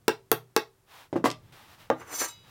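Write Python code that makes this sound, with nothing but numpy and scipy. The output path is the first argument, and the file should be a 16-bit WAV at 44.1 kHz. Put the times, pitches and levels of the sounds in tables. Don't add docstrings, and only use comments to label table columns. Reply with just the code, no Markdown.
import sys
import numpy as np
from scipy import signal
from scipy.io import wavfile
from scipy.ndimage import uniform_filter1d

SR = 44100
rng = np.random.default_rng(int(sys.argv[2]) if len(sys.argv) > 2 else 0)


def file_out(sig):
    cols = np.atleast_2d(sig).T
    lim = np.clip(cols, -1, 1)
    pcm = np.round(lim * 32767).astype(np.int16)
    wavfile.write(sys.argv[1], SR, pcm)


N = 110250
TIME_S = np.arange(N) / SR
RING_TIME_S = TIME_S[:SR * 3 // 4]
BAND_EDGES_HZ = np.geomspace(23, 16800, 20)
BAND_CENTRES_HZ = np.sqrt(BAND_EDGES_HZ[1:] * BAND_EDGES_HZ[:-1])


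def amp(db):
    return 10 ** (np.asarray(db) / 20)


def unit(x):
    return x / np.sqrt(np.mean(x ** 2) + 1e-20)


def at_hz(table, hz):
    f_hz, *columns = np.transpose(table)
    return [np.interp(np.log(hz), np.log(f_hz), column) for column in columns]


def level(curve):
    t_s, db = np.transpose(curve)
    outside_s = np.abs(TIME_S - np.clip(TIME_S, t_s.min(), t_s.max()))
    return amp(np.interp(TIME_S, t_s, db)) * np.exp(-outside_s / 0.0063)


def fade(t60_s):
    return np.exp(-np.log(1000) * RING_TIME_S / t60_s)


def band(x, low_hz, high_hz):
    sos = signal.butter(2, [low_hz, min(high_hz, .45 * SR)], "band", fs=SR, output="sos")
    return signal.sosfilt(sos, x)


def low_cut(x):
    return signal.sosfilt(signal.butter(2, 246, "high", fs=SR, output="sos"), x)


def noise_bands(size):
    bands = []
    for low_hz, high_hz in zip(BAND_EDGES_HZ, BAND_EDGES_HZ[1:]):
        white = rng.standard_normal(size + 4000)
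        bands.append(unit(band(white, low_hz, high_hz)[-size:]))
    return np.array(bands)


def noise(spectrum):
    return amp(at_hz(spectrum, BAND_CENTRES_HZ)[0]) @ noise_bands(N)


def ring(hz, t60_s):
    return np.cos(2 * np.pi * hz * RING_TIME_S) * fade(t60_s)


def through(x, response):
    return signal.fftconvolve(x, response)[:N]


def add(out, t_s, sound):
    part = out[int(t_s * SR):][:len(sound)]
    part += sound[:len(part)]


def tick(edges_hz, t60_s):
    return unit(band(rng.standard_normal(len(RING_TIME_S)), *edges_hz)) * fade(t60_s)


def knocks(blows, modes, grain):
    # f/Hz, level/dB, t60/s
    boom_modes = [(122.3, -2, .5), (128.6, -8.5, .3), (155.6, 0.5, 0.29), (223.1, -7.5, 0.22)]
    boom_rise_s, bass_knee_hz = 0.0049, 544
    contact_rise_s, softness_db = .00012, 2.5
    crack_hz, crack_t60_s = (10800, 17200), 0.01

    out = np.zeros(N)
    grain_db, grain_t60_s = at_hz(grain, BAND_CENTRES_HZ)
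    grain_fade = fade(grain_t60_s[:, None])
    boom = sum(amp(db) * ring(hz, t60_s) for hz, db, t60_s in boom_modes)
    boom = boom * (1 - np.exp(-RING_TIME_S / boom_rise_s))
    for t_s, db, bass_db, bright_db, crack_db, boom_db in blows:
        def colour_db(hz):
            bass = bass_db / (1 + (hz / bass_knee_hz) ** 4)
            return db + bass + bright_db * np.log2(np.maximum(hz / 1000, 1))

        rise_s = contact_rise_s * 2 ** (-bright_db / softness_db)
        rise = (1 - np.exp(-RING_TIME_S / rise_s)) ** 2
        body = -sum(amp(mode_db + colour_db(hz)) * ring(hz, t60_s) for hz, mode_db, t60_s in modes)
        crowd_gain = amp(grain_db + colour_db(BAND_CENTRES_HZ))
        crowd = crowd_gain @ (noise_bands(len(RING_TIME_S)) * grain_fade)
        wood = low_cut(rise * (body + crowd))
        crack = amp(crack_db) * tick(crack_hz, crack_t60_s)
        add(out, t_s, wood + crack + amp(boom_db) * boom)
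    return out


def mallet_taps():
    # t/s, level/dB, extra bass/dB, brightness above 1 kHz/(dB/octave), crack/dB, floor boom/dB
    taps = [(.0806, 3, -5, -2.5, -17, -46.5), (.3158, 0, -6, -3, -7.5, -37.5),
            (.5637, 2.5, -7, -2.5, -17.5, -52)]
    # f/Hz, level/dB, t60/s
    frame_modes = [(245, -29, .13), (308, -21, .07), (338, -19, .09), (405, -10, .065), (438, -14, .095),
                   (530, -25, .04), (640, -25, .045), (860, -20, .045), (968, -20, .045), (1090, -17, .035),
                   (1230, -21, .045), (1320, -26, .04), (1895, -27, .04), (2730, -22, .018),
                   (3330, -21, .018), (385, -52, .7)]
    # f/Hz, level per half octave/dB, t60/s
    frame_grain = [(60, -50.5, 0.063), (203, -40.5, 0.034), (601, -22.5, 0.052), (1530, -23, .022),
                   (3500, -15.5, .018), (6560, -14.5, 0.015), (9500, -14, 0.0056), (16000, -25, 0.0069)]
    return knocks(taps, frame_modes, frame_grain)


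def mallet_laid_down():
    # t/s, level/dB, extra bass/dB, brightness above 1 kHz/(dB/octave), crack/dB, floor boom/dB
    mallet_down = [(1.1278, -15, 7, -4.5, -69, -40.5), (1.1565, -14, 11.5, -5.5, -61, -42),
                   (1.1622, -13, 6.5, -4, -55, -44), (1.2414, -3, 3, -2.5, -54, -62),
                   (1.2506, -12, -7, 2.5, -51, -64), (1.2566, 4.5, -10, -3, -42, -35.5),
                   (1.2732, -15, 2, -0.5, -49, -76)]
    # f/Hz, level/dB, t60/s
    board_modes = [(170, -30.5, 0.33), (245, -36.5, 0.037), (294.4, -12, 0.078), (330, -31, 0.14),
                   (425, -20, 0.14), (559, -20, 0.076), (618.4, -31, 0.21), (742, -24.5, .08),
                   (991, -17, 0.035), (1060, -21, 0.032), (1179, -40, 0.24), (2030, -29, .07)]
    # f/Hz, level per half octave/dB, t60/s
    board_grain = [(60, -47, .08), (200, -24.5, 0.18), (700, -24, 0.055), (1850, -31, 0.048),
                   (5000, -34.5, 0.12), (10000, -37.5, 0.099), (16000, -43, 0.13)]
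    # t/s, level/dB
    rattles = [(1.3024, -30), (1.3138, -30)]
    rattle_hz, rattle_t60_s = (1600, 6500), 0.018

    out = knocks(mallet_down, board_modes, board_grain)
    for t_s, db in rattles:
        add(out, t_s, amp(db) * tick(rattle_hz, rattle_t60_s))
    return out


def frame_bump():
    # t/s, level/dB, extra bass/dB, brightness above 1 kHz/(dB/octave), crack/dB, floor boom/dB
    bump = [(1.9013, 0.92, -2.8, -1.5, -41.5, -42)]
    # f/Hz, level/dB, t60/s
    bump_modes = [(254, -23.5, 0.19), (317, -27, 0.23), (359, -32.5, 0.096), (501, -13, 0.054),
                  (548, -17, 0.11), (633, -26.5, 0.067), (712, -19.5, 0.017), (1100, -27, .05),
                  (1207, -25.5, 0.11)]
    # f/Hz, level per half octave/dB, t60/s
    bump_grain = [(60, -50, 0.1), (194, -33.5, 0.12), (688, -21, 0.042), (1460, -26.5, 0.016),
                  (2920, -31.5, 0.019), (6800, -28, 0.004), (16000, -48, 0.0066)]
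    return knocks(bump, bump_modes, bump_grain)


def grit():
    catches_per_s, size_db = 5000, 3
    hits = rng.random(N) < catches_per_s / SR
    sizes = amp(size_db * np.minimum(rng.exponential(1, N), 4))
    return hits * sizes * rng.choice([-1, 1], N)


def steel_square():
    # f/Hz, level scraped/dB, level lifted/dB
    steel_modes = [(958, -10, -30), (1214, -14, -24), (2083, -18, -15), (2202, -10, -24), (2584, -20, -14),
                   (2950, -18, -10), (3402, -17, -14), (3854, -17, 0), (4210, -11, -30), (4624, -11, -20),
                   (4899, -15, -11), (5421, -9, -24), (5975, 0, -18), (6029, 0, -18), (6455, -5, -24),
                   (7208, 0, -14), (7564, -9, -30), (8457, -10, -30), (8742, -9, -30), (9168, -12, -30),
                   (9884, -6, -24), (10330, -19, -30), (11090, -18, -30), (11639, -14, -30),
                   (12915, -9, -30), (13500, -14, -30), (13954, -11, -18), (14600, -14, -30),
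                   (14971, -10, -30), (15400, -13, -30)]
    # t/s, level/dB
    drag_curve = [(1.96, -80), (1.998, -56), (2.04, -69), (2.146, -35), (2.18, -39), (2.202, -28),
                  (2.25, -34.5), (2.266, -50), (2.284, -41), (2.36, -77)]
    # t/s, level/dB
    rub_curve = [(1.97, -63), (1.98, -57), (2.018, -40), (2.042, -55.5), (2.142, -36), (2.158, -51),
                 (2.196, -44), (2.218, -24.5), (2.232, -40), (2.242, -31.5), (2.34, -76)]
    # f/Hz, level per half octave/dB
    hiss_spectrum = [(1500, -43), (3000, 4.5), (5000, 12), (7000, 9), (9000, 10), (11000, 2), (15000, -17)]
    rub_spectrum = [(60, -17), (200, -27), (330, 0.5), (550, -7), (750, -2), (1100, 2), (2200, -3),
                    (3500, -16.5), (8000, -28)]
    hiss_db, rub_db = -11, -2.5
    clear_db, clear_t60_s = -11.5, 0.15
    skirt_db, skirt_t60_s = -13.5, 0.018
    lift_s, lift_db, lift_t60_s, lift_rise_t60_s = 2.287, -47.5, .7, 0.0079
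    damping_hz = 13300

    rough = unit(np.sqrt(np.abs(uniform_filter1d(grit() ** 2, size=60))))
    drag = level(drag_curve)
    hiss = amp(hiss_db) * drag * unit(noise(hiss_spectrum))
    rub = amp(rub_db) * level(rub_curve) * unit(noise(rub_spectrum))
    out = low_cut(rough * (hiss + rub))
    drag_rms = np.sqrt(np.mean(drag ** 2))
    for hz, scraped_db, free_db in steel_modes:
        damping = 1 + (hz / damping_hz) ** 2
        catches = grit() * rough * drag
        skirt = ring(hz, skirt_t60_s)
        clear = amp(clear_db) * unit(through(catches, ring(hz, clear_t60_s / damping)))
        pressed = amp(skirt_db) * unit(through(through(catches, skirt), skirt))
        out += drag_rms * amp(scraped_db) * (clear + pressed)
        free = ring(hz, lift_t60_s / damping) * (1 - fade(lift_rise_t60_s))
        add(out, lift_s, amp(lift_db + free_db) * free)
    return out


def clothes():
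    # start/s, attack/s, hold/s, release/s, level/dB
    rustles = [(0.859, 0.085, 0.063, 0.083, -52), (1.521, 0.0038, 0.063, 0.2, -56.5),
               (1.673, 0.045, 0.031, 0.023, -60), (1.767, 0.04, 0.0077, 0.074, -56),
               (1.33, 0.13, 0.93, 0.12, -66.5), (2.42, 0.092, 0.0081, .05, -55)]
    # f/Hz, level per half octave/dB
    cloth = [(60, -56), (300, -11), (550, -3.5), (900, 5.5), (1800, 3), (3500, 4), (7000, -4),
             (11000, -3.5), (16000, 1)]
    moves = np.zeros(N)
    for start_s, attack_s, hold_s, release_s, db in rustles:
        corners_s = start_s + np.cumsum([0, attack_s, hold_s, release_s])
        moves += amp(db) * np.interp(TIME_S, corners_s, [0, 1, 1, 0])
    return moves * unit(noise(cloth))


def shifting_weight():
    # t/s, level/dB
    shifting = [(0, -65), (.8, -72.5), (1.1, -67), (1.45, -56.5), (1.7, -62), (1.85, -62), (2.2, -62),
                (2.38, -61), (2.5, -63)]
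    # f/Hz, level per half octave/dB
    rumble = [(30, -12.5), (55, -16), (80, -1), (125, 4), (200, -7.5), (400, -5.5), (1500, -42.5)]
    return level(shifting) * unit(noise(rumble))


def room(x):
    # f/Hz, reverberation/dB, t60/s
    reverb = [(60, -13.5, .3), (200, -12, 0.13), (420, -7.5, .2), (890, -7, .19), (2086, -1.5, 0.15),
              (4070, -7.5, .2), (8000, -13, 0.15), (15000, -12, 0.16)]
    gap_s, build_s, echo_s, echo_db = 0.0011, 0.009, 0.011, -17
    db, t60_s = at_hz(reverb, BAND_CENTRES_HZ)
    bandwidth_share = np.diff(BAND_EDGES_HZ) / (SR / 2)
    gains = amp(db) * np.sqrt(bandwidth_share * 2 * np.log(1000) / (t60_s * SR))
    tail = gains @ (noise_bands(len(RING_TIME_S)) * fade(t60_s[:, None]))
    tail = tail * np.clip((RING_TIME_S - gap_s) / build_s, 0, 1)
    add(tail, echo_s, amp([echo_db]))
    return through(x, tail)


def background():
    # f/Hz, level per half octave/dB
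    air = [(30, -86), (100, -92), (300, -83.5), (1000, -79.5), (3000, -84.5), (8000, -81), (16000, -80)]
    return noise(air)


def scene():
    direct = mallet_taps() + mallet_laid_down() + frame_bump() + steel_square()
    return (direct + room(direct) + clothes() + shifting_weight() + background())[None]


def record(dry, top=.62):
    rounded = top * np.tanh(dry / top)
    return signal.sosfilt(signal.cheby2(14, 70, 17300, fs=SR, output="sos"), rounded)


dry = scene()
out = record(dry)
file_out(out)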